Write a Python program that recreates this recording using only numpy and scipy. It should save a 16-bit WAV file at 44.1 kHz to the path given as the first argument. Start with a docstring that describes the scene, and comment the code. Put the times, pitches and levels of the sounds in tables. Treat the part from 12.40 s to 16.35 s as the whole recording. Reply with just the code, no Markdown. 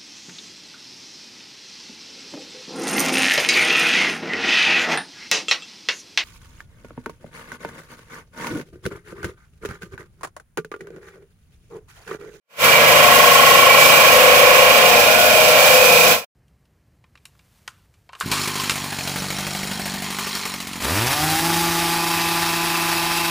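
"""A hand-held stone grinds against a wet wheel turning about 26 times a second, heard close up.
The rim's grain passes the stone on every turn and rings stone, wheel and machine; its pattern wears
slowly and changes when the grip shifts. At times the stone bounces in step with the wheel and drones,
or squeals. Grit rasps and spray hisses over a faint motor hum. The sound fades in and out."""
import sys
import numpy as np
from scipy import signal
from scipy.fft import rfft, irfft, next_fast_len
from scipy.io import wavfile
from scipy.ndimage import uniform_filter1d, map_coordinates

SR = 44100
rng = np.random.default_rng(int(sys.argv[2]) if len(sys.argv) > 2 else 0)


def store_pcm(level_fs):
    """Save levels as 16-bit WAV."""
    pcm = np.round(np.clip(level_fs, -1, 1) * 32767).astype(np.int16)
    wavfile.write(sys.argv[1], SR, np.atleast_2d(pcm).T)


N = 174195

# The wheel's speed, sagging when the stone is pressed. 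Each row: time in seconds, turns per second.
WHEEL_SPEED = [(.25, 25.95), (.6, 25.62), (1.0, 25.55), (1.3, 25.72), (1.55, 26.3), (1.75, 25.9),
               (2.3, 25.97), (2.52, 26.8), (2.72, 27.1), (3.05, 27.05), (3.3, 26.9), (3.7, 26.92)]
# The level ride of rasp and spray. Each row: time in seconds, relative level in dB.
GRIT_LEVEL = [(0.27, -18.5), (0.32, -20), (0.83, -18.5), (1.38, -19.5), (1.4, -16), (1.61, -19),
              (1.72, -16.5), (1.78, -18.5), (2.72, -18.5), (2.79, -23), (2.8, -19), (3.72, -16)]
STONE_APART, BODY_APART = 0.25, 0.075  # share of the contact force that differs between the ears


def grinding(turns):
    """The rim's grain rings stone and wheel where they meet, over a broad scrape."""
    # Resonances. Each row: pitch in Hz, width in Hz, relative level in dB, left over right in dB.
    stone_modes = [(2315, 25, 4.5, -12)]
    edge_modes = [(2438, 82, 1, -14.5), (2517, 65, -0.5, -6)]  # the wheel's thin edge
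    disc_modes = [(1656, 23, 1, -6.5), (1764, 47, 0, -3), (1853, 70, -12, -10.5), (1930, 53, -4, -13.5),
                  (2057, 86, -9.5, -18.5), (2726, 27, -10, -2.5), (2827, 48, -1.5, -14.5),
                  (3027, 114, -6, -9.5), (3236, 23, -1, -9.5)]
    tip_modes = [(2885, 70, 0.5, -10), (3130, 50, 0, -7), (3290, 38, -3, -6.5), (3665, 42, 2, -5.5),
                 (4400, 70, -9, -1), (5060, 61, -1, -1.5)]  # the stone's upper modes, ringing while its tip is in the wheel
    # Level rides. Each row: time in seconds, relative level in dB.
    stone_level = [(.27, -23), (.4, -24), (.55, -24), (.8, -25.5), (1.2, -22.5), (1.6, -23.5), (1.75, -21),
                   (2.2, -21.5), (2.45, -23.5), (2.85, -28), (3.0, -23), (3.3, -25), (3.72, -27.5)]
    edge_level = [(0.27, -23.5), (1.09, -24.5), (1.7, -18), (1.72, -23), (2.71, -20.5), (2.8, -23.5),
                  (3.01, -21.5), (3.37, -23.5), (3.43, -18.5), (3.72, -22)]
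    tip_level = [(.3, -38), (2.3, -36), (2.5, -26), (3.1, -26), (3.3, -37), (3.72, -39)]
    scrape_level = [(0.27, -22), (0.29, -23), (0.44, -22), (2.28, -22), (2.31, -22), (2.83, -27),
                    (3.25, -23.5), (3.53, -26.5), (3.72, -26)]
    # The scrape's colour. Each row: frequency in Hz, gain in dB.
    scrape_eq = [(300, -24.5), (410, -12.5), (520, 6.5), (900, -1), (1250, -1.5), (1700, -4), (2600, -4),
                 (3500, -6.5), (4500, -10), (7000, -32.5)]
    swell = undb(2 * np.cos(2 * np.pi * turns))  # the wheel's high spot, once a turn
    stone = ring(swell * contact(turns, STONE_APART, loose=0.27), stone_modes, band_hz=(2200, 2500))
    edge = ring(swell * contact(turns, STONE_APART, loose=0.45), edge_modes, band_hz=(2370, 2620))
    disc = ring(contact(turns, STONE_APART, loose=0.51), disc_modes, band_hz=(1520, 3480))
    tip = ring(contact(turns, STONE_APART, loose=0.53), tip_modes, band_hz=(2800, 5400))
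    friction = contact(turns, apart=0.42, loose=0.52)
    scrape = unit(filtered(friction, undb(shape(scrape_eq)))) * pan(4)
    return (stone * undb(3 + curve(stone_level))
            + edge * undb(3.5 + curve(edge_level))
            + tip * undb(curve(tip_level))
            + (disc * undb(6) + scrape * undb(4)) * undb(curve(scrape_level)))


def contact(turns, apart, loose):
    """Force on the stone: the rim's grain, which repeats, and a share of loose grit, which does not."""
    grain = np.array([rim(turns, count=1600) for _ in range(3)])
    grit = rng.standard_normal((3, N))
    return ears(np.sqrt(1 - loose) * grain + np.sqrt(loose) * grit, apart)


def rim(turns, count):
    """A random profile of count points round the wheel passes the stone, a little worn on every turn."""
    # How the pattern lasts. Each row: time in seconds, share that survives one turn.
    survival = [(.3, 0.91), (1.45, 1), (1.62, 0.63), (1.75, 0.92), (2.33, 0.9), (2.5, 0.71), (2.85, 0.85),
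                (3.1, 0.81), (3.7, 0.89)]
    turn_count = int(N / SR * np.max(np.array(WHEEL_SPEED)[:, 1])) + 3
    profile = rng.standard_normal((turn_count, count))
    kept = np.clip(np.interp(np.arange(turn_count), turns, curve(survival)), 0, .99)
    for k in range(1, turn_count):
        profile[k] = kept[k] * profile[k - 1] + np.sqrt(1 - kept[k] ** 2) * profile[k]
    return map_coordinates(profile.ravel(), [turns * count], order=3, mode="nearest")


def machine(turns):
    """The rough rim shakes the machine's body, the wheel's mounting, the work rest and the guard."""
    # Resonances. Each row: pitch in Hz, width in Hz, relative level in dB, left over right in dB.
    body_modes = [(486.4, 34, -4, 6), (518, 44, -1.5, 2.5), (564.3, 55, 0, 3)]
    mount_modes = [(623, 24, 0, 0), (699, 33, -1, 4), (809, 79, -12, 15)]
    rest_modes = [(1048, 43, 1.5, 6.5), (1102, 81, -5, 7.5)]
    guard_modes = [(1350, 28, -0.5, -2), (1409, 71, -4, 9), (1458, 23, 1.5, 3)]
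    # Level rides. Each row: time in seconds, relative level in dB.
    body_level = [(.27, -24), (.53, -20.5), (1.0, -22.5), (1.55, -22), (1.72, -23), (2.05, -22.5),
                  (2.4, -23.5), (2.6, -23.5), (2.8, -24), (3.05, -21.5), (3.5, -22), (3.72, -22)]
    mount_level = [(0.27, -28.5), (0.38, -23), (1.6, -22.5), (2.3, -24), (2.55, -21), (2.83, -24),
                   (3.0, -21.5), (3.35, -21), (3.72, -23.5)]
    rest_level = [(.27, -22.5), (.55, -19), (.8, -23.5), (1.25, -22.5), (1.6, -20.5), (2.33, -20),
                  (2.5, -22), (2.8, -28), (3.05, -25), (3.72, -23.5)]
    guard_level = [(0.27, -20), (0.38, -24), (0.8, -20), (2.49, -24), (2.62, -23.5), (2.74, -23),
                   (2.95, -23.5), (3.1, -23.5), (3.72, -22.5)]
    body = ring(contact(turns, BODY_APART, loose=0.2), body_modes, band_hz=(449, 672))
    mount = ring(contact(turns, BODY_APART, loose=0.41), mount_modes, band_hz=(580, 940))
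    rest = ring(contact(turns, apart=0.44, loose=0.3), rest_modes, band_hz=(930, 1210))
    guard = ring(contact(turns, apart=0.38, loose=0.31), guard_modes, band_hz=(1266, 1520))
    return (body * undb(3.5 + curve(body_level))
            + mount * undb(2.5 + curve(mount_level))
            + rest * undb(1.5 + curve(rest_level))
            + guard * undb(-1.5 + curve(guard_level)))


def knock(turns):
    """A short ridged patch of the rim passes the stone once a turn and knocks the machine."""
    # The knock's resonance. Each row: pitch in Hz, width in Hz, gain in dB, left over right in dB.
    knock_modes = [(1089, 37, 0, 8.5)]
    # Its level ride. Each row: time in seconds, level in dB.
    knock_level = [(.3, -26.5), (.55, -23.5), (.7, -16.5), (1.22, -15.5), (1.5, -21), (1.8, -24.5),
                   (2.33, -24), (2.45, -36)]
    half_length_turns, ridges_per_turn = .16, 42.7
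    from_centre = (turns + .5) % 1 - .5
    patch = np.exp(-(from_centre / half_length_turns) ** 2)
    ridges = np.sin(2 * np.pi * ridges_per_turn * from_centre + 0.068 * walk(25))
    return ring(patch * ridges, knock_modes, band_hz=(850, 1400)) * undb(curve(knock_level))


def drones(turns):
    """The stone bounces a whole number of times a turn, so each drone follows the wheel's speed."""
    # Each row: start and length in seconds, rough pitch in Hz, level in dB, left over right in dB.
    drone_cues = [(.3, 0.83, 461, -29, 4), (0.346, .95, 590, -29, 4), (1.61, 0.81, 493, -22.5, 7.5),
                  (1.681, 0.82, 519, -21, 4), (1.696, 0.65, 571, -29, 6), (1.684, 0.56, 726, -27, 0),
                  (2.397, 0.25, 481, -24, 6), (2.4, 0.26, 721, -23.5, 4), (2.617, 0.49, 623, -21.5, 8),
                  (2.616, 0.43, 704, -26, 3), (2.92, 0.98, 484, -27, 8.5), (3.264, 0.45, 511, -19.5, 5)]
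    out = 0
    for start, length, hz, db, side in drone_cues:
        bounces = np.round(hz / np.interp(start + length / 2, *np.array(WHEEL_SPEED).T))
        tone = sine(bounces * turns, phase=rng.uniform(0, 2 * np.pi) + .12 * walk(20))
        level = undb(db + .9 * walk(14))
        out = out + pan(side) * gate(start, length, edge_s=0.056) * level * tone
    return out


def squeals(turns):
    """The contact locks on to a mode for a moment and sings, gliding and throbbing with the wheel."""
    # Each row: start and length in seconds, first and last pitch in Hz, level in dB,
    # left over right in dB.
    squeal_cues = [(0.243, .22, 2340, 2290, -19.5, -7), (0.248, 0.96, 1930, 1940, -30, -15),
                   (.44, 0.24, 2288, 2312, -25.5, -8), (1.201, 0.46, 2298, 2330, -19.5, -6),
                   (2.647, 0.38, 1462, 1466, -27, 7.5), (2.647, .33, 1636, 1640, -28, -5),
                   (2.879, .87, 2422, 2452, -25.5, -11.5), (3.102, 0.632, 2328, 2352, -26.5, -6),
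                   (3.334, 0.5, 2503, 2530, -25.5, -8)]
    out = 0
    for start, length, first_hz, last_hz, db, side in squeal_cues:
        cycles = np.cumsum(curve([(start, first_hz), (start + length, last_hz)])) / SR
        level = undb(db + 0.5 * (walk(60) + np.cos(2 * np.pi * turns)))
        tone = sine(cycles, phase=0.5 * walk(35))
        out = out + pan(side) * gate(start, length, edge_s=.05) * level * tone
    return out


def rasp(turns):
    """Coarse grains in the rim scratch the stone, in much the same rhythm on every turn."""
    # The rasp's colour. Each row: frequency in Hz, gain in dB.
    rasp_eq = [(2500, -29), (3600, 0), (5200, 0.5), (6500, -5), (8500, -29)]
    grains = undb(3.5 * rim(turns, count=60))
    noise = ears(rng.standard_normal((3, N)), apart=0.92)
    scratch = filtered(grains * noise, undb(shape(rasp_eq)))
    return unit(scratch) * undb(-7.5 + curve(GRIT_LEVEL))


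def spray(turns):
    """Tiny bursts of grit and water thrown off the rim merge into a hiss, different at each ear."""
    # The hiss's colour. Each row: frequency in Hz, gain in dB.
    hiss_eq = [(1500, -21), (3200, 4), (4500, 2), (6500, 2), (7900, 1), (8450, -4.5), (9000, -20),
               (9700, -2), (10500, 0.5), (12500, 1), (14500, 3.5), (15500, 2.5)]
    # Its balance. Each row: frequency in Hz, left over right in dB.
    hiss_pan = [(3000, -9), (4500, -3.5), (6800, 0.5), (8200, -9), (10500, -6.5), (12000, -1.5), (14000, 2),
                (15500, -7)]
    ripple_db, ripple_step_hz = 2.6, 70  # fine random peaks and dips in each ear's colour
    swell_db = 0.92 * np.cos(2 * np.pi * turns)  # the wheel's high spot
    bursts = undb(walk(2500) + 0.9 * walk(30.14) + swell_db)
    ripple = np.array([np.interp(bins() / ripple_step_hz, np.arange(len(row)), row)
                       for row in rng.standard_normal((2, 400))])
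    colour = undb(shape(hiss_eq) + ripple_db * ripple) * pan(shape(hiss_pan))
    hiss = filtered(bursts * ears(rng.standard_normal((3, N)), apart=1), colour)
    return unit(hiss) * undb(4 + curve(GRIT_LEVEL))


def motor(turns):
    """Motor and spindle hum with a slight waver over their rumble."""
    # The motor's hum. Each row: pitch in Hz, level in dB.
    hum_tones = [(100.5, -46)]
    # The spindle's level ride. Each row: time in seconds, level in dB.
    spindle_level = [(.27, -37), (.45, -41.5), (.6, -29.5), (.72, -39), (1.1, -38), (1.3, -44.5),
                     (1.42, -33.5), (1.6, -42), (2.8, -47.5), (3.72, -37.5)]
    # The rumble's colour. Each row: frequency in Hz, gain in dB.
    rumble_eq = [(20, -12.5), (45, -10.5), (80, -5), (125, -1.5), (190, 2.5), (250, 4.5), (310, -2.5),
                 (380, 3.5), (460, -10), (700, -36)]
    t = np.arange(N) / SR
    hum = sum(undb(db + 2.5 * walk(9)) * sine(hz * t, phase=.5 * walk(6.3)) for hz, db in hum_tones)
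    spindle_gain = undb(curve(spindle_level) + 1.5 * walk(22))
    spindle = spindle_gain * sine(6 * turns, phase=.4 * walk(8.6))  # six cycles a turn
    rumble = unit(filtered(contact(turns, BODY_APART, loose=0.51), undb(shape(rumble_eq))))
    return (hum + spindle + undb(-32) * rumble) * pan(5.5)


def ring(force, modes, band_hz):
    """Ring damped modes that radiate only within a band, at an even strength."""
    window_s = 0.14  # loudness is held steady over this window, so the level ride sets the strength
    f = bins()
    low_hz, high_hz = band_hz
    response = sum(pan(side) * undb(db) / (1 + 1j * (f / hz - hz / f) * hz / width)
                   for hz, width, db, side in modes)
    band = 1 / np.sqrt((1 + (low_hz / f) ** 20) * (1 + (f / high_hz) ** 20))
    ringing = filtered(force, response * band)
    power = uniform_filter1d(np.mean(ringing ** 2, axis=0), int(window_s * SR))
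    return ringing / np.sqrt(power + 1e-18)


def undb(db):
    """Decibels to gain."""
    return 10 ** (np.asarray(db) / 20)


def unit(x):
    """Scale to rms 1."""
    return x / np.sqrt(np.mean(x ** 2))


def sine(cycles, phase):
    """A tone of rms 1, its phase shifted in radians."""
    return np.sqrt(2) * np.sin(2 * np.pi * cycles + phase)


def curve(rows):
    """Join (seconds, value) rows by straight lines."""
    return np.interp(np.arange(N) / SR, *np.array(rows).T)


def gate(start, length, edge_s):
    """Rise, hold and fall."""
    t = np.arange(N) / SR
    return np.clip(np.minimum(t - start, start + length - t) / edge_s, 0, 1)


def walk(rate_hz):
    """A smooth random drift of rms 1."""
    hold = max(int(SR / rate_hz), 2)
    steps = np.repeat(rng.standard_normal(N // hold + 1), hold)
    return unit(uniform_filter1d(uniform_filter1d(steps, hold), hold)[:N])


def pan(db):
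    """Left and right gains for a level difference."""
    return undb(np.array([[.5], [-.5]]) * db)


def ears(three, apart):
    """Mix one common sound and two separate ones into left and right."""
    return np.sqrt(1 - apart) * three[0] + np.sqrt(apart) * three[1:]


def bins():
    """Frequencies in Hz on which the filters work."""
    return np.maximum(np.fft.rfftfreq(next_fast_len(N, True), 1 / SR), 1)


def shape(rows):
    """Join (Hz, value) rows on a log-frequency axis."""
    hz, value = np.array(rows).T
    return np.interp(np.log(bins()), np.log(hz), value)


def filtered(x, response):
    """Pass a sound through a frequency response."""
    size = next_fast_len(N, True)
    return irfft(rfft(x, size) * response, size)[..., :N]


def scene():
    """One turning wheel drives the layers; the rings reach two microphone ports at different times."""
    # Phase between the ports. 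Each row: frequency in Hz, the left's lead in radians.
    port_phase = [(100, -0.5), (780, 0.41), (1100, -0.1), (1720, -2), (2240, -6), (2580, -5.5), (3270, -9),
                  (4300, -10.5)]
    patch_s = .992  # a moment when the ridged patch is under the stone
    turns = np.cumsum(curve(WHEEL_SPEED)) / SR
    turns = turns + 1 - np.interp(patch_s * SR, np.arange(N), turns) % 1
    ports = np.exp(1j * shape(port_phase) * np.array([[.5], [-.5]]))
    ringing = grinding(turns) + machine(turns) + knock(turns) + drones(turns) + squeals(turns)
    return filtered(ringing, ports) + rasp(turns) + spray(turns) + motor(turns)


def record(dry):
    """Round the peaks, fade in and out and cut the top."""
    # The master fade. Each row: time in seconds, gain in dB.
    fade = [(0, -90), (.07, -72), (.11, -42.5), (.165, -31.5), (.2, -11), (.245, 0.5), (3.73, 0),
            (3.79, -14), (3.845, -27.5), (3.865, -95), (3.95, -100)]
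    ceiling, top_hz = 1.02, 15550
    rounded = ceiling * np.tanh(dry / ceiling)
    high_cut = signal.ellip(10, .2, 70, top_hz, fs=SR, output="sos")
    return signal.sosfilt(high_cut, rounded * undb(curve(fade)))


dry = scene()
out = record(dry)
store_pcm(out)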